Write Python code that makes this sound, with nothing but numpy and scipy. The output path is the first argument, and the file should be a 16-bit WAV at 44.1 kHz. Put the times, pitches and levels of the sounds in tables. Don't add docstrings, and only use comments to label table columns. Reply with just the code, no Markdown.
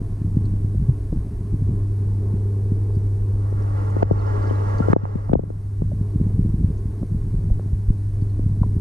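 import sys
import numpy as np
from scipy import signal
from scipy.fft import rfft, irfft, next_fast_len
from scipy.io import wavfile
from scipy.ndimage import uniform_filter1d, minimum_filter1d, map_coordinates

SR = 44100
rng = np.random.default_rng(int(sys.argv[2]) if len(sys.argv) > 2 else 0)


def dump(signal):
    limited = np.clip(np.atleast_2d(signal).T, -1, 1)
    pcm = np.round(limited * 32767).astype(np.int16)
    wavfile.write(sys.argv[1], SR, pcm)


N = 388236

# t/s, level/dB
HUM_LEVEL = [(0, -27), (0.15, -27.5), (0.35, -22.5), (0.8, -22.5), (0.97, -28), (1.2, -26.5), (1.36, -30.5),
             (1.62, -22.5), (2.3, -21), (4.85, -20.7), (5.0, -21.5), (5.25, -23.5), (5.52, -29.5),
             (5.88, -22.5), (6.6, -26.5), (7.0, -29), (7.4, -24), (8.8, -22)]
# harmonic number, level/dB against the fundamental
HUM_OVERTONES = [(2, -23.5), (3, -29), (4, -30.5), (5, -44), (11, -54)]
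# t/s, strength/dB, nominal f/Hz (the wall sounds lower)
PUSHES = [(0.019, -16, 184), (0.22, -16, 147), (0.372, -6, 166), (0.446, -16.5, 185), (0.54, -17.5, 151),
          (0.757, -15, 130), (0.779, -12, 80), (0.802, -10, 103), (0.826, -12, 116), (0.896, -8.5, 111),
          (1.129, -12.5, 160), (1.163, -14, 121), (1.315, -20, 86.6), (1.624, -15, 157),
          (1.705, -13, 109.5), (2.344, -12.5, 144), (2.722, -11.5, 176), (2.973, -12.5, 129),
          (4.121, -13, 134), (4.809, -10, 192), (4.902, -18.5, 170), (5.161, -16, 201), (5.302, -9, 152.5),
          (5.338, -2, 212), (5.367, -9, 117.6), (5.823, -12, 155), (5.937, -10.5, 139), (6.014, -11.5, 148),
          (6.161, -10, 153), (6.215, -7.5, 172), (6.395, -7.5, 168), (6.462, -13, 189), (6.544, -10, 156.2),
          (6.647, -6.5, 138), (6.708, -18, 152), (6.858, -17.5, 143), (7.02, -14.5, 145), (7.034, -17, 261),
          (7.349, -13.5, 132), (7.368, -13.5, 65), (7.15, -13.5, 157), (7.393, -15, 113), (7.519, -7.5, 45),
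          (7.662, -17.5, 163.3), (7.735, -9, 87), (7.892, -8, 44.3), (7.906, -8.5, 149), (8.225, -14, 154),
          (8.396, -15.5, 254), (8.466, -9.5, 125), (8.619, -7, 136.8), (8.768, -11, 159)]
# t/s, hold/s, strength/dB
SWIRLS = [(0.208, 0.43, -1), (.75, 0.099, -6.5), (1.117, 0.078, 2.5), (1.244, .2, -7.5), (1.53, .2, 3),
          (5.28, .14, 0), (5.819, 0.16, -3), (6.162, 0.53, 2), (6.773, 0.1302, -5.5), (7.116, .42, -2.5),
          (8.433, .38, -0.5)]
# t/s, level/dB, nominal f/Hz (the body sounds lower), tick/dB against the body
KNOCKS = [(.895, -34, 560, -15), (1.129, -24, 414, -19), (2.905, -35, 600, -23), (3.527, -18.5, 433, -30),
          (3.968, -7, 396, -24), (4.026, -12, 713, -34), (4.03, 7, 540, -24.5), (4.113, 3, 478, -39),
          (4.512, -7.5, 401, -38), (4.804, -7.5, 446, -21), (4.886, -3, 453, -39), (4.903, -6.5, 243, -17),
          (4.932, 7, 1216, -42), (4.934, 17.5, 450, -33), (4.965, 13.5, 501, -36), (5.038, -8, 203, -24),
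          (5.055, -6.5, 740, -24), (5.157, -7, 288, -30), (5.296, -10, 629.3, -35), (5.319, -8.5, 435, -34),
          (5.335, 11, 473, -24), (5.356, 8, 494, -37), (5.395, -1.5, 440, -38), (5.438, -11, 400, -37),
          (5.505, -12, 420, -26), (5.822, -13, 410, -22), (7.031, -24, 395, -16), (7.504, -31.5, 570, -31),
          (7.597, -25.5, 471, -15), (8.396, -36, 375, -14), (8.636, -25.5, 680, -35)]
# t/s, level/dB
RUSH_LEVEL = [(3.15, -96), (3.42, -45.5), (3.7, -35.5), (4.0, -33.5), (4.3, -29), (5.05, -30),
              (5.35, -40.5), (5.9, -61.5), (6.2, -85.5)]
# f/Hz, level/dB
RUSH_SPECTRUM = [(30, -11), (100, 7), (230, -8.5), (550, 3), (720, -4), (1000, -9), (1300, -13),
                 (1550, -24.5), (2200, -26.5), (2600, -34), (3400, -37.5), (5200, -34.5), (8000, -41),
                 (14000, -62.5)]
# f/Hz, width/Hz, lift/dB
HOUSING_MODES = [(424, 91, 10), (871, 45, 8), (1116, 150, 8.5), (1392, 91, 12.5), (1650, 59, 17),
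                 (1850, 41, 9), (2000, 250, 9.5), (2675, 75, 9), (2964, 110, 8)]
# f/Hz, left over right/dB
PORT_TILT = [(60, -5), (200, 5.5), (370, 7.5), (550, 8.5), (700, -2), (900, -5), (1300, -2.5), (2300, -1),
             (8000, -5.5)]
# f/Hz, left lead/rad
PORT_LEAD = [(60, 1.6), (150, 1.7), (250, 3), (450, 3.91), (700, 3.7), (900, 3), (1300, 1.99), (2300, 1.66),
             (3200, 0.68), (8000, 2.3)]
# t/s, strength/dB, f/Hz, t60/s
BUBBLES = [(.452, -50, 4250, 0.037), (.454, -56, 8000, .03), (.885, -9, 125, .11),
           (1.13, -22.5, 298, 0.063), (2.948, -55, 4660, 0.037), (2.95, -51.5, 9040, .025),
           (3.62, -53, 5350, 0.035), (4.19, -47.5, 4400, 0.041), (4.265, -49, 5160, .041),
           (4.495, -45, 3020, .037), (4.78, -45.5, 4650, 0.045), (4.822, -28.5, 1374, 0.082),
           (5.916, -25.5, 596, .028), (6.775, -59, 6300, .05), (8.215, -53.5, 4420, 0.036),
           (8.295, -55, 4245, 0.035), (8.631, -20, 990, 0.021)]
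# f/Hz, level/dB
RUMBLE_SPECTRUM = [(5, -19), (14, -11), (28, -2.5), (55, -5), (85, -8.5), (130, -14.5), (250, -64),
                   (500, -120)]
# f/Hz, level/dB
CHURN_SPECTRUM = [(40, -33), (110, 3), (170, 3), (260, -11.5), (400, -24.5), (600, -50.5), (1200, -120)]
# t/s, level/dB
FLOW_LEVEL = [(0, -42.5), (1.2, -43), (2.3, -42), (3.4, -41.5), (3.7, -45.5), (4.4, -38), (4.9, -39.5),
              (5.1, -44), (5.65, -49.5), (6.05, -42), (8.1, -45.5), (8.8, -42)]
# f/Hz, level/dB
FLOW_SPECTRUM = [(100, -19.5), (260, 2.5), (330, 0.5), (420, -3), (480, -12.5), (570, -17), (690, -17),
                 (780, -17), (880, -20.5), (1080, -18.5), (1250, -26), (2000, -35.5), (3200, -46.5),
                 (6000, -81)]
# f/Hz, width/Hz, lift/dB
PIPE_MODES = [(297, 25, 7.5), (353, 9.2, 1.5), (402, 35, 6.5), (435, 5.3, 6), (555, 43, 6.5),
              (670, 34, 6.5), (882, 50, 8), (1060, 87, 3)]
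# t/s, level/dB
DRONE_LEVEL = [(0, -64), (1.7, -57), (2.3, -44), (3.3, -43.5), (3.65, -58.5), (5.8, -69), (6.1, -46.5),
               (6.9, -52), (8.8, -71)]
# f/Hz, level/dB
DRONE_SPECTRUM = [(240, -49.5), (330, -4), (400, 0.5), (450, -6), (520, -15), (700, -59)]
# f/Hz, level/dB
HISS_SPECTRUM = [(300, -29.5), (1500, 7), (3300, -5), (3900, -2), (6300, -3), (7400, -4.5), (8600, 0.5),
                 (10000, -0.5), (12000, -7.5), (13800, -12.5), (15200, -33)]
# f/Hz, side against mid/dB
HISS_WIDTH = [(3000, -31), (9500, -29), (11500, -13), (14000, 0.5)]


def pump_hum(hum_hz=100):
    phase = 2 * np.pi * hum_hz * np.arange(N) / SR
    tone = np.cos(phase)
    for harmonic, db in HUM_OVERTONES:
        gain = amp(db + 3.16 * wobble(2.7))
        tone += gain * np.cos(round(harmonic) * phase + rng.uniform(0, 2 * np.pi) + 0.32 * wobble(6.6))
    return np.sqrt(2) * amp(fader(HUM_LEVEL) + 0.17 * wobble(6.8)) * tone


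def thuds(loose_db=21.5):
    thumps = np.zeros(N)
    pushes = list(PUSHES) + eddies()
    for (s, db, hz), turn in zip(pushes, rng.uniform(0, 2 * np.pi, len(pushes))):
        wave, peak_s = wall_flex(hz * 0.77, below=1.0, above=0.48, sweep=3.04, turn=turn)
        add(thumps, s - peak_s, amp(db + 1) * wave)
    rocking = np.clip(amp(fader(RUSH_LEVEL) + loose_db), 0, 1) * thumps
    return thumps + np.array([rocking, far_port(rocking)])


def eddies(per_s=14, level_db=-18.5, scatter_db=2.5, nominal_hz=150, scatter_oct=0.33):
    jitter, sizes, pitches = rng.standard_normal((400, 3)).T
    times = (np.arange(len(jitter)) + .3 * jitter) / per_s
    strength = np.interp(times, np.arange(N) / SR, swirling(), right=0)
    return [(s, level_db + 20 * np.log10(gain) + scatter_db * size, nominal_hz * 2 ** (scatter_oct * pitch))
            for s, gain, size, pitch in zip(times, strength, sizes, pitches) if gain > .1]


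def swirling(attack_s=.025, release_s=.05):
    t = np.arange(N) / SR
    strength = np.zeros(N)
    for s, hold_s, db in SWIRLS:
        rise = np.clip((t - s) / attack_s + 1, 0, 1)
        fall = np.exp(-np.maximum(t - s - hold_s, 0) / release_s)
        strength += amp(db) * rise * fall
    return strength


def knocks(tick_ahead_s=0.0014, rock_from_db=-23.5, rock_span_db=8.5, crack_hz=2500, crack_from_db=-20.5):
    centred, rocking = np.zeros((2, N))
    for (s, db, hz, tick_db), turn in zip(KNOCKS, rng.uniform(0, 2 * np.pi, len(KNOCKS))):
        body, peak_s = wall_flex(hz * .85, below=.68, above=.38, sweep=4, turn=turn)
        tick, _ = wall_flex(hz * 2.44, below=.44, above=.27, sweep=4.8, turn=turn)
        tick = np.roll(tick, round((peak_s - tick_ahead_s) * SR) - np.argmax(abs(tick)))
        wave = amp(db) * (body + amp(tick_db) * tick)
        rock_share = np.clip((db - rock_from_db) / rock_span_db, 0, 0.99)
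        add(centred, s - peak_s, (1 - rock_share) * wave)
        add(rocking, s - peak_s, rock_share * wave)
        if db + tick_db > crack_from_db:
            crack, crack_peak_s = wall_flex(crack_hz, below=.6, above=.42, sweep=2.5, turn=turn)
            add(rocking, s - crack_peak_s, amp(db + tick_db - 7) * crack)
    return centred + np.array([rocking, far_port(rocking)])


def wall_flex(hz, below, above, sweep, turn, size=16384):
    log_ratio = np.log((np.fft.rfftfreq(size, 1 / SR) + 1e-3) / hz)
    width = np.where(log_ratio < 0, below, above)
    band = np.exp(-.5 * (log_ratio / width) ** 2)
    phase = turn - sweep * log_ratio
    wave = np.fft.fftshift(np.fft.ifft(band * np.exp(1j * phase), size))
    peak = np.argmax(abs(wave))
    return wave.real / abs(wave[peak]), peak / SR


def far_port(left):
    return filtered(left, lambda hz: amp(-along(PORT_TILT, hz)) * np.exp(-1j * along(PORT_LEAD, hz)))


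def rush(spread=0.49):
    left, right = noise(RUSH_SPECTRUM) + spread * np.array([noise(RUSH_SPECTRUM), noise(RUSH_SPECTRUM)])
    rub = resonate(np.array([left, far_port(right)]), HOUSING_MODES)
    return amp(fader(RUSH_LEVEL) + 0.89 * wobble(25)) * unit(rub)


def bubbles(attack_s=0.0041, unsteadiness=0.3):
    track = np.zeros(N)
    t = np.arange(SR // 8) / SR
    for s, db, hz, t60 in list(BUBBLES) + torn_bubbles():
        flutter = uniform_filter1d(rng.standard_normal(len(t)), size=int(SR / hz) + 1)
        pitch_hz = hz * (1 + unsteadiness * flutter)
        envelope = 2 * amp(db - 60 * t / t60) * (1 - np.exp(-t / attack_s))
        add(track, s, envelope * np.sin(2 * np.pi * np.cumsum(pitch_hz) / SR))
    return track


def torn_bubbles(count=14, offset_db=-19, centre_hz=5600, t60_s=0.031):
    rush_s, rush_db = np.transpose(RUSH_LEVEL)
    moments, octaves = rng.uniform(size=(count, 2)).T
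    times = rush_s[1] + (rush_s[-3] - rush_s[1]) * moments
    return [(s, np.interp(s, rush_s, rush_db) + offset_db, centre_hz * 2 ** (octave - .5), t60_s)
            for s, octave in zip(times, octaves)]


def water_bed(calm_rumble_db=-30, swirl_rumble_db=-27.5, calm_churn_db=-42.5, swirl_churn_db=-33):
    swirl = swirling()
    rumble_gain = np.hypot(amp(calm_rumble_db), amp(swirl_rumble_db) * swirl)
    rumble = rumble_gain * amp(1.6 * wobble(4)) * noise(RUMBLE_SPECTRUM)
    churn_gain = np.hypot(amp(calm_churn_db), amp(swirl_churn_db) * swirl)
    churn = churn_gain * amp(3.5 * wobble(35)) * noise(CHURN_SPECTRUM)
    flow_gain = amp(fader(FLOW_LEVEL) + 1.3 * wobble(8.9))
    flow = flow_gain * unit(resonate(noise(FLOW_SPECTRUM), PIPE_MODES))
    return rumble + churn + flow


def pipe_drone():
    return amp(fader(DRONE_LEVEL) + 1.2 * wobble(7.1)) * noise(DRONE_SPECTRUM)


def hiss(level_db=-63):
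    side = filtered(noise(HISS_SPECTRUM), lambda hz: amp(along(HISS_WIDTH, hz)))
    return amp(level_db) * (noise(HISS_SPECTRUM) + np.array([side, -side]))


def limiter(x, limit_db, release_s=0.19, linger_share=0.38, linger_db_per_s=7, window=128):
    t = np.arange(N) / SR
    peak_db = 20 * np.log10(abs(x).max(axis=0) + 1e-9)
    over_db = np.maximum(peak_db - limit_db, 1e-9)
    quick_db = np.exp(np.maximum.accumulate(np.log(over_db) + t / release_s) - t / release_s)
    slow_db = np.maximum.accumulate(linger_share * over_db + linger_db_per_s * t) - linger_db_per_s * t
    gain_db = minimum_filter1d(-np.maximum(quick_db, slow_db), size=window)
    return x * amp(uniform_filter1d(gain_db, size=window))


def amp(db):
    return 10 ** (np.asarray(db) / 20)


def unit(x):
    return x / np.sqrt(np.mean(x ** 2) + 1e-20)


def along(points, hz):
    f, values = np.transpose(points)
    return np.interp(np.log(hz + 1), np.log(f + 1), values)


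def fader(points):
    return np.interp(np.arange(N) / SR, *np.transpose(points))


def wobble(rate):
    knots = rng.standard_normal(int(N * rate / SR) + 4)
    return map_coordinates(knots, [np.arange(N) * rate / SR])


def filtered(x, response):
    size = next_fast_len(N + SR // 2)
    return irfft(rfft(x, size) * response(np.fft.rfftfreq(size, 1 / SR)), size)[..., :N]


def resonate(x, modes):
    return filtered(x, lambda hz: amp(sum(db / (1 + (2 * (hz - f) / width) ** 2) for f, width, db in modes)))


def noise(spectrum):
    return unit(filtered(rng.standard_normal(N), lambda hz: amp(along(spectrum, hz))))


def add(track, s, sound):
    start = round(s * SR)
    part = sound[max(-start, 0):max(N - start, 0)]
    track[max(start, 0):][:len(part)] += part


def scene():
    return pump_hum() + pipe_drone() + water_bed() + hiss() + rush() + bubbles() + knocks() + thuds()


def record(dry, split_hz=246, ceiling=0.95, top_hz=15150):
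    bass = filtered(dry, lambda hz: 1 / (1 + (hz / split_hz) ** 4))
    held = limiter(bass, limit_db=-5) + limiter(dry - bass, limit_db=-3.5)
    ease = signal.windows.tukey(N, .0012)
    return filtered(ease * np.clip(held, -ceiling, ceiling), lambda hz: hz < top_hz)


dry = scene()
out = record(dry)
dump(out)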